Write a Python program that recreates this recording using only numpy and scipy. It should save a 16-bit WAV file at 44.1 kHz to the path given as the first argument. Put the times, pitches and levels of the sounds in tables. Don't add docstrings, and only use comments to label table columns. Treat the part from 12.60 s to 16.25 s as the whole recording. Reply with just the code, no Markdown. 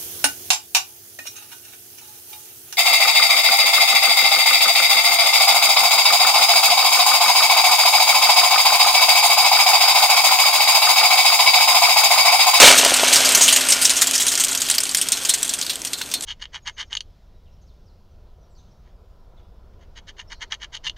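import sys
import numpy as np
from scipy import signal
from scipy.fft import rfft, irfft
from scipy.io import wavfile
from scipy.ndimage import uniform_filter1d

SR = 44100
rng = np.random.default_rng(int(sys.argv[2]) if len(sys.argv) > 2 else 0)


def file_out(sig):
    cols = np.atleast_2d(sig).T
    lim = np.clip(cols, -1, 1)
    pcm = np.round(lim * 32767).astype(np.int16)
    wavfile.write(sys.argv[1], SR, pcm)


def volts_from_db(level):
    exponent = np.asarray(level, float) / 20
    return 10 ** exponent


N = 160965


def read(points, hz):
    f, value = np.transpose(points)
    return np.interp(np.log(hz + 1), np.log(f + 1), value)


def evened(x):
    return x / np.sqrt(np.mean(x ** 2) + 1e-20)


def smooth_twice(x, size):
    return uniform_filter1d(uniform_filter1d(x, size), size)


def colour(x, points):
    length = x.shape[-1]
    hz = np.fft.rfftfreq(length, 1 / SR)
    return irfft(rfft(x) * volts_from_db(read(points, hz)), length)


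def add(mix, s, sound):
    part = mix[round(s * SR):][:len(sound)]
    part += sound[:len(part)]


def resonate(x, hz, width):
    r = np.exp(-np.pi * width / SR)
    pole = r * np.exp(2j * np.pi * hz / SR)
    return 2 * signal.lfilter([1 - r], [1, -pole], x).real


def flow():
    # (time [s], level [dB])
    pour = [(0, -8.5), (.1, -9.5), (.125, -16.5), (.3, -20.5), (.4, -22), (.55, -18.5), (.8, -20.5),
            (1.05, -23), (1.2, -24), (1.5, -25.5), (2, -28), (2.33, -32), (2.6, -29), (3.1, -33.5),
            (3.2, -38), (3.45, -36), (3.65, -44)]
    return volts_from_db(np.interp(np.arange(N) / SR, *np.transpose(pour)))


def hail(count=24):
    ticks_per_s, spread_db, t60_s, surge_db = 1500, 3, 0.017, 0.6
    t = np.arange(1024) / SR
    lands = rng.random(N) < ticks_per_s / SR
    size = lands * volts_from_db(spread_db * np.minimum(rng.exponential(1, N), 4))
    kind = rng.integers(0, count, N)
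    out = np.zeros(N)
    for k in range(count):
        hz = rng.uniform(100, 17000, (30, 1))
        phase = rng.random((30, 1))
        tick = np.sin(2 * np.pi * (hz * t + phase)).sum(0) * volts_from_db(-60 * t / t60_s)
        out += signal.oaconvolve(size * (kind == k), tick)[:N]
    surge = evened(smooth_twice(rng.standard_normal(N), 500))
    return evened(out) * volts_from_db(surge_db * surge)


def heap_hail(pour):
    # (frequency [Hz], level [dB per Hz])
    wooden_tone = [(400, -10), (1400, -3.5), (3000, 0.5), (6500, 1), (9200, 1.5), (9900, -9), (13500, -7),
                   (15600, -16)]
    return pour * evened(colour(hail(), wooden_tone))


def bare_metal(rain, pour):
    # (frequency [Hz], level [dB per Hz])
    metal_tone = [(40, -23), (200, -19), (620, 4), (1200, -2), (2700, 4), (9200, -5), (9900, -14),
                  (15600, -46)]
    start_db, fall_db_per_s = 4.5, -9
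    covering = volts_from_db(start_db + fall_db_per_s * np.arange(N) / SR)
    return pour * covering * evened(colour(rain, metal_tone))


def can_body(rain, pour):
    # (frequency [Hz], width [Hz], level [dB], change [dB/s])
    can_tones = [(264.5, 11, -10, -0.5), (395.2, 12, -4, -1.5), (582, 56, 3.5, -6.5), (680, 48, -0.5, -2),
                 (973, 20, 1.5, -6.5), (1420, 6.7, 0, -0.5), (1556, 9.2, -10.5, 2.5), (1810, 13, -2.5, -2),
                 (2090, 38, 2, -3.5), (2290, 13, 5.5, -4), (2645, 11, -1, -0.5), (3250, 160, 3, 1)]
    t = np.arange(N) / SR
    drive = (rain + 0.85 * rng.standard_normal(N)) * pour * volts_from_db(-8.5)
    out = np.zeros(N)
    for hz, width, db, change in can_tones:
        even_width = np.sqrt(SR / (100 * width))
        out += volts_from_db(db + change * t) * resonate(drive, hz, width) * even_width
    return out


def hollow(x):
    start_hz, rise_hz_per_s, width_hz, level_db = 2610, 254, 326, -6
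    hz = start_hz + rise_hz_per_s * np.arange(N) / SR
    turn = np.exp(2j * np.pi * np.cumsum(hz) / SR)
    r = np.exp(-np.pi * width_hz / SR)
    ringing = turn * signal.lfilter([1 - r], [1, -r], x / turn)
    return x + volts_from_db(level_db) * 2 * ringing.real


def drone():
    # (time [s], frequency [Hz], level [dB])
    bottom_tone = [(0.0, 261.6, -28.5), (0.28, 259.9, -39), (3.65, 267.2, -58.5)]
    t = np.arange(N) / SR
    s, hz, db = np.transpose(bottom_tone)
    waver_db = evened(smooth_twice(rng.standard_normal(N), 1500))
    wave = np.sin(2 * np.pi * np.cumsum(np.interp(t, s, hz)) / SR)
    return np.sqrt(2) * volts_from_db(np.interp(t, s, db) + waver_db) * wave


def outdoor_air():
    # (frequency [Hz], level [dB per Hz])
    air_tone = [(20, -5), (60, -2.5), (130, -3.5), (300, 0.5), (690, -3.5), (1300, -7), (5000, -19),
                (15500, -14)]
    mid, side = volts_from_db(-41.5) * evened(colour(rng.standard_normal((2, N)), air_tone))
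    side = volts_from_db(-25) * signal.lfilter(*signal.butter(2, 700, fs=SR), side)
    return mid + np.array([side, -side])


def opening_side_noise():
    # (frequency [Hz], width [Hz])
    split_bands = [(5700, 560), (8500, 500)]
    level_db, length_s = -9, 0.028
    split = sum(resonate(rng.standard_normal(N), hz, width) for hz, width in split_bands)
    fade = np.maximum(1 - np.arange(N) / SR / length_s, 0)
    side = volts_from_db(level_db) * evened(split) * fade
    return np.array([side, -side])


def clump(s, db, t60, pitch):
    # (frequency [Hz], level [dB per Hz])
    crack_tone = [(500, -33), (1900, -10.5), (3600, -5), (9200, -2.5), (9900, -10.5), (13500, -13),
                  (15600, -22.5)]
    level_db, scatter_db, grit_db, snap_db, snap_db_per_s = -6, -1.5, 0, 6.5, -74
    pitch_db, pitch_width, lumpy_db = 4.5, 0.16, 3
    rise_s, snap_t60_s, full_t60_s, spread_share = 0.0004, 0.01, 0.062, 0.04
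    t = np.arange(8192) / SR
    hz = np.fft.rfftfreq(8192, 1 / SR)
    noise, grit, lumps = rng.standard_normal((3, 8192))
    tone = read(crack_tone, hz)
    tone += pitch_db * np.exp(-0.5 * (np.log((hz + 1) / pitch) / pitch_width) ** 2)
    tone += lumpy_db * evened(smooth_twice(lumps, 150))[:len(hz)]
    body = evened(irfft(rfft(noise) * volts_from_db(tone)))
    gritty = volts_from_db(grit_db * evened(uniform_filter1d(grit, 50)))
    build = min(t60 / full_t60_s, 1) * (1 - np.exp(-t / (spread_share * t60)))
    scatter = build * gritty * volts_from_db(scatter_db - 60 * t / t60)
    snap = body * np.minimum(t / rise_s, 1) * volts_from_db(-60 * t / snap_t60_s)
    snap = volts_from_db(snap_db + snap_db_per_s * t60) * snap / abs(snap).max()
    return s - rise_s, volts_from_db(db + level_db) * (snap + body * scatter)


def clumps():
    # (time [s], peak [dB], scatter time to fall 60 dB [s],
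    # pitch [Hz])
    clump_landings = [(0.1784, 4, 0.093, 3380), (0.2487, 1, 0.049, 5100), (0.34, 0, 0.054, 8400),
                      (0.433, -10, .04, 2400), (0.4798, -3.5, 0.078, 3030), (0.518, -18, .03, 3000),
                      (0.528, 3.5, 0.13, 5100), (0.5581, 3, 0.1, 4630), (0.612, -16, 0.039, 8000),
                      (0.6485, -1, 0.14, 5500), (.69, -1.5, 0.048, 8600), (0.72, -0.5, 0.06, 8600),
                      (.749, 4, 0.062, 5200), (0.773, -1.5, 0.096, 7000), (0.8091, 4, 0.24, 6000),
                      (0.87, -8, 0.045, 8000), (0.8798, 3.5, 0.12, 3000), (0.926, 2.5, 0.11, 7700),
                      (0.962, 2, 0.083, 6900), (1.009, -5, 0.071, 5450), (1.066, -27, .04, 6400),
                      (1.0869, -1.5, 0.093, 9150), (1.101, 0, 0.12, 8540), (1.1213, 2.5, 0.082, 6300),
                      (1.166, -8.5, .05, 2800), (1.2155, -1, 0.13, 8850), (1.2483, 0, 0.098, 6350),
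                      (1.2958, -1.5, 0.039, 3600), (1.336, -12, .04, 6000),
                      (1.366, -2.5, 0.11, 6140), (1.419, 3.5, 0.079, 5950), (1.471, -3, 0.058, 6500),
                     (1.5112, -4.5, 0.027, 3070), (1.5342, -3.5, 0.13, 2600), (1.5535, -2.5, 0.078, 5830),
                     (1.579, -6.5, 0.076, 5950), (1.599, -2.5, 0.14, 6370), (1.621, -5.5, 0.095, 6640),
                     (1.6664, -2.5, 0.071, 5860), (1.682, -2, 0.09, 6300), (1.7172, -5, 0.1, 6700),
                     (1.7536, -3, 0.044, 5400), (1.7757, -5, .064, 6500), (1.799, -2, 0.066, 7000),
                     (1.8065, -3.5, 0.097, 6500), (1.838, -1, 0.043, 8100), (1.847, -1.5, 0.045, 7900),
                     (1.883, -9, 0.073, 6030), (1.9127, -8.5, 0.091, 8340), (1.929, -9, 0.032, 6460),
                     (1.95, -4.5, .05, 9000), (1.9755, -6, 0.05, 6600), (2.0055, -9, 0.046, 4310),
                     (2.0175, -4.5, 0.066, 7700), (2.0649, -14, 0.069, 6410), (2.087, -9.5, 0.06, 7160),
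                     (2.1, -1, 0.056, 7030), (2.141, -9, 0.062, 9400), (2.149, -8.5, 0.056, 8500),
                     (2.158, -13, 0.041, 3200), (2.1827, 0, 0.043, 5000), (2.204, -5, 0.055, 8790),
                     (2.2352, -5, 0.047, 7180), (2.2543, -10, .04, 8980), (2.267, -12.5, 0.066, 8050),
                     (2.293, -9, 0.048, 3680),
                      (2.313, -11, 0.052, 7900), (2.3476, -2.5, 0.057, 8200), (2.3708, -5, 0.067, 9040),
                   (2.4142, -1.5, 0.052, 8600), (2.487, -4, 0.031, 8700), (2.5199, -2, 0.063, 8600),
                   (2.635, -15, 0.041, 5500), (2.6506, -6, 0.07, 5170), (2.693, 1, 0.073, 8600),
                   (2.738, -3.5, 0.055, 6100), (2.784, -15.5, 0.071, 8850), (2.8142, -27, .02, 6350),
                   (2.83, -2.5, 0.039, 6450), (2.8477, -12, 0.084, 7540), (2.879, -10.5, .03, 8560),
                   (2.8924, -7.5, 0.07, 3720), (2.9374, -6.5, 0.058, 7700), (2.9883, -12.5, 0.062, 8200),
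                   (3.0135, -6, 0.039, 5400), (3.0652, -13, 0.042, 4360), (3.096, -7, .1, 3700),
                   (3.157, -12.5, .015, 7900), (3.218, -13, 0.028, 5600), (3.2493, -8.5, 0.053, 8740),
                   (3.2708, -13, 0.062, 3580), (3.333, -7, 0.053, 4400), (3.4165, -12, 0.023, 2870),
                   (3.515, -13, 0.073, 5080), (3.539, -6.5, 0.042, 3840), (3.6089, -14, 0.029, 2770)]
    # (time [s], peak [dB], pitch [Hz])
    further_landings = [(0.289, -17, 9000), (.365, -4, 5900), (0.836, -6, 5000), (1.253, 1.5, 5960),
                        (1.3027, 1.5, 5840), (1.413, -3.5, 3000), (2.1113, -4, 8500), (2.382, -7.5, 7540),
                        (2.423, -9, 8500), (2.478, -26, 8000), (2.526, -6.5, 6000), (2.5707, -12.5, 3000),
                        (2.688, -12, 6000), (2.7, -11, 3570), (2.7401, -5, 9000), (3.0242, -12, 3770),
                        (3.1327, -18, 2800), (3.385, -18.5, 3250), (3.5451, -12.5, 5000), (3.623, -15, 8500),
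                        (3.636, -16, 3900)]
    out = np.zeros(N)
    for row in clump_landings:
        add(out, *clump(*row))
    for s, db, pitch in further_landings:
        add(out, *clump(s, db, 0.071, pitch))
    return out


def knock(s, db, hz):
    level_db, t60_s = -3, 0.027
    t = np.arange(4096) / SR
    wave = np.sin(2 * np.pi * hz * t)
    wave += 0.65 * np.sin(2 * np.pi * 1.415 * hz * t)
    wave += 0.5 * np.sin(2 * np.pi * 0.64 * hz * t)
    return s - 0.001, volts_from_db(db + level_db - 60 * t / t60_s) * np.minimum(t / 0.0022, 1) * wave / 2


def knocks():
    # (time [s], peak [dB], pitch [Hz])
    bottom_blows = [(.195, -2, 700), (.232, 0, 680), (0.26, 3, 655), (0.318, 2.5, 540), (0.432, 5.5, 655),
                    (0.777, -4, 657), (0.809, -4, 663), (0.879, -10, 1450), (1.919, -11, 1420),
                    (2.181, -13, 1900), (3.413, -13, 1515), (3.414, -11, 2730)]
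    out = np.zeros(N)
    for row in bottom_blows:
        add(out, *knock(*row))
    return out


def rim(s, db, share):
    # (frequency [Hz], level [dB], time to fall 60 dB [s])
    rim_tones = [(3435, -12, .12), (3570, -7, .15), (3720, 1, .07), (3897, -8, .06), (4086, -2, .2),
                 (4324, -3, .2), (4530, -12, .12), (5085, -7, .07), (5212, -9, .08)]
    t = np.arange(8192) / SR
    ring = np.zeros(8192)
    for hz, tone_db, t60_s in rim_tones:
        luck_db = 2.5 * rng.standard_normal()
        phase = rng.standard_normal()
        fading = volts_from_db(tone_db + luck_db - 60 * t / (share * t60_s))
        ring += fading * np.sin(2 * np.pi * (hz * t + phase))
    shake = volts_from_db(1.8 * evened(uniform_filter1d(rng.standard_normal(8192), 200)))
    return s, volts_from_db(db) * np.minimum(t / 0.0018, 1) * shake * ring


def rim_strikes():
    # (time [s], level [dB], share of the free ringing time [0-1])
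    rim_hits = [
        (2.53, -24, 0.54),
        (2.697, -18, 0.8),
        (2.9, -29, 0.7),
        (3.027, -27, 0.6),
        (3.066, -31, 1),
        (3.099, -31, 0.8),
        (3.335, -27.5, 0.9),
        (3.416, -26, 0.43),
        (3.54, -25.5, 1),
        (3.636, -36, 0.5),
    ]
    out = np.zeros(N)
    for row in rim_hits:
        add(out, *rim(*row))
    return out


def scene():
    pour = flow()
    metal_rain = hail()
    can = bare_metal(metal_rain, pour) + can_body(metal_rain, pour) + drone()
    inside = hollow(heap_hail(pour) + clumps() + knocks() + rim_strikes())
    return inside + can + outdoor_air() + opening_side_noise()


def gated(x):
    gate_hz, gate_db = 13900, 0.3
    hz, _, z = signal.stft(x, SR, nperseg=1024, noverlap=768)
    power = (abs(z) ** 2).mean(0)
    power = uniform_filter1d(power, size=16, axis=0)
    power = uniform_filter1d(power, size=4, axis=1)
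    level_db = 10 * np.log10(power + 1e-20)
    slow_db = uniform_filter1d(level_db, size=60, axis=1)
    shut = (level_db < slow_db + gate_db) & (hz[:, None] > gate_hz)
    return signal.istft(z * ~shut, SR, nperseg=1024, noverlap=768)[1][:, :N]


def low_pass(x):
    return signal.sosfilt(signal.butter(12, 15660, fs=SR, output="sos"), x)


def record(dry):
    limit = volts_from_db(1.5)
    mix = gated(np.clip(dry, -limit, limit))
    return low_pass(mix)


dry = scene()
out = record(dry)
file_out(out)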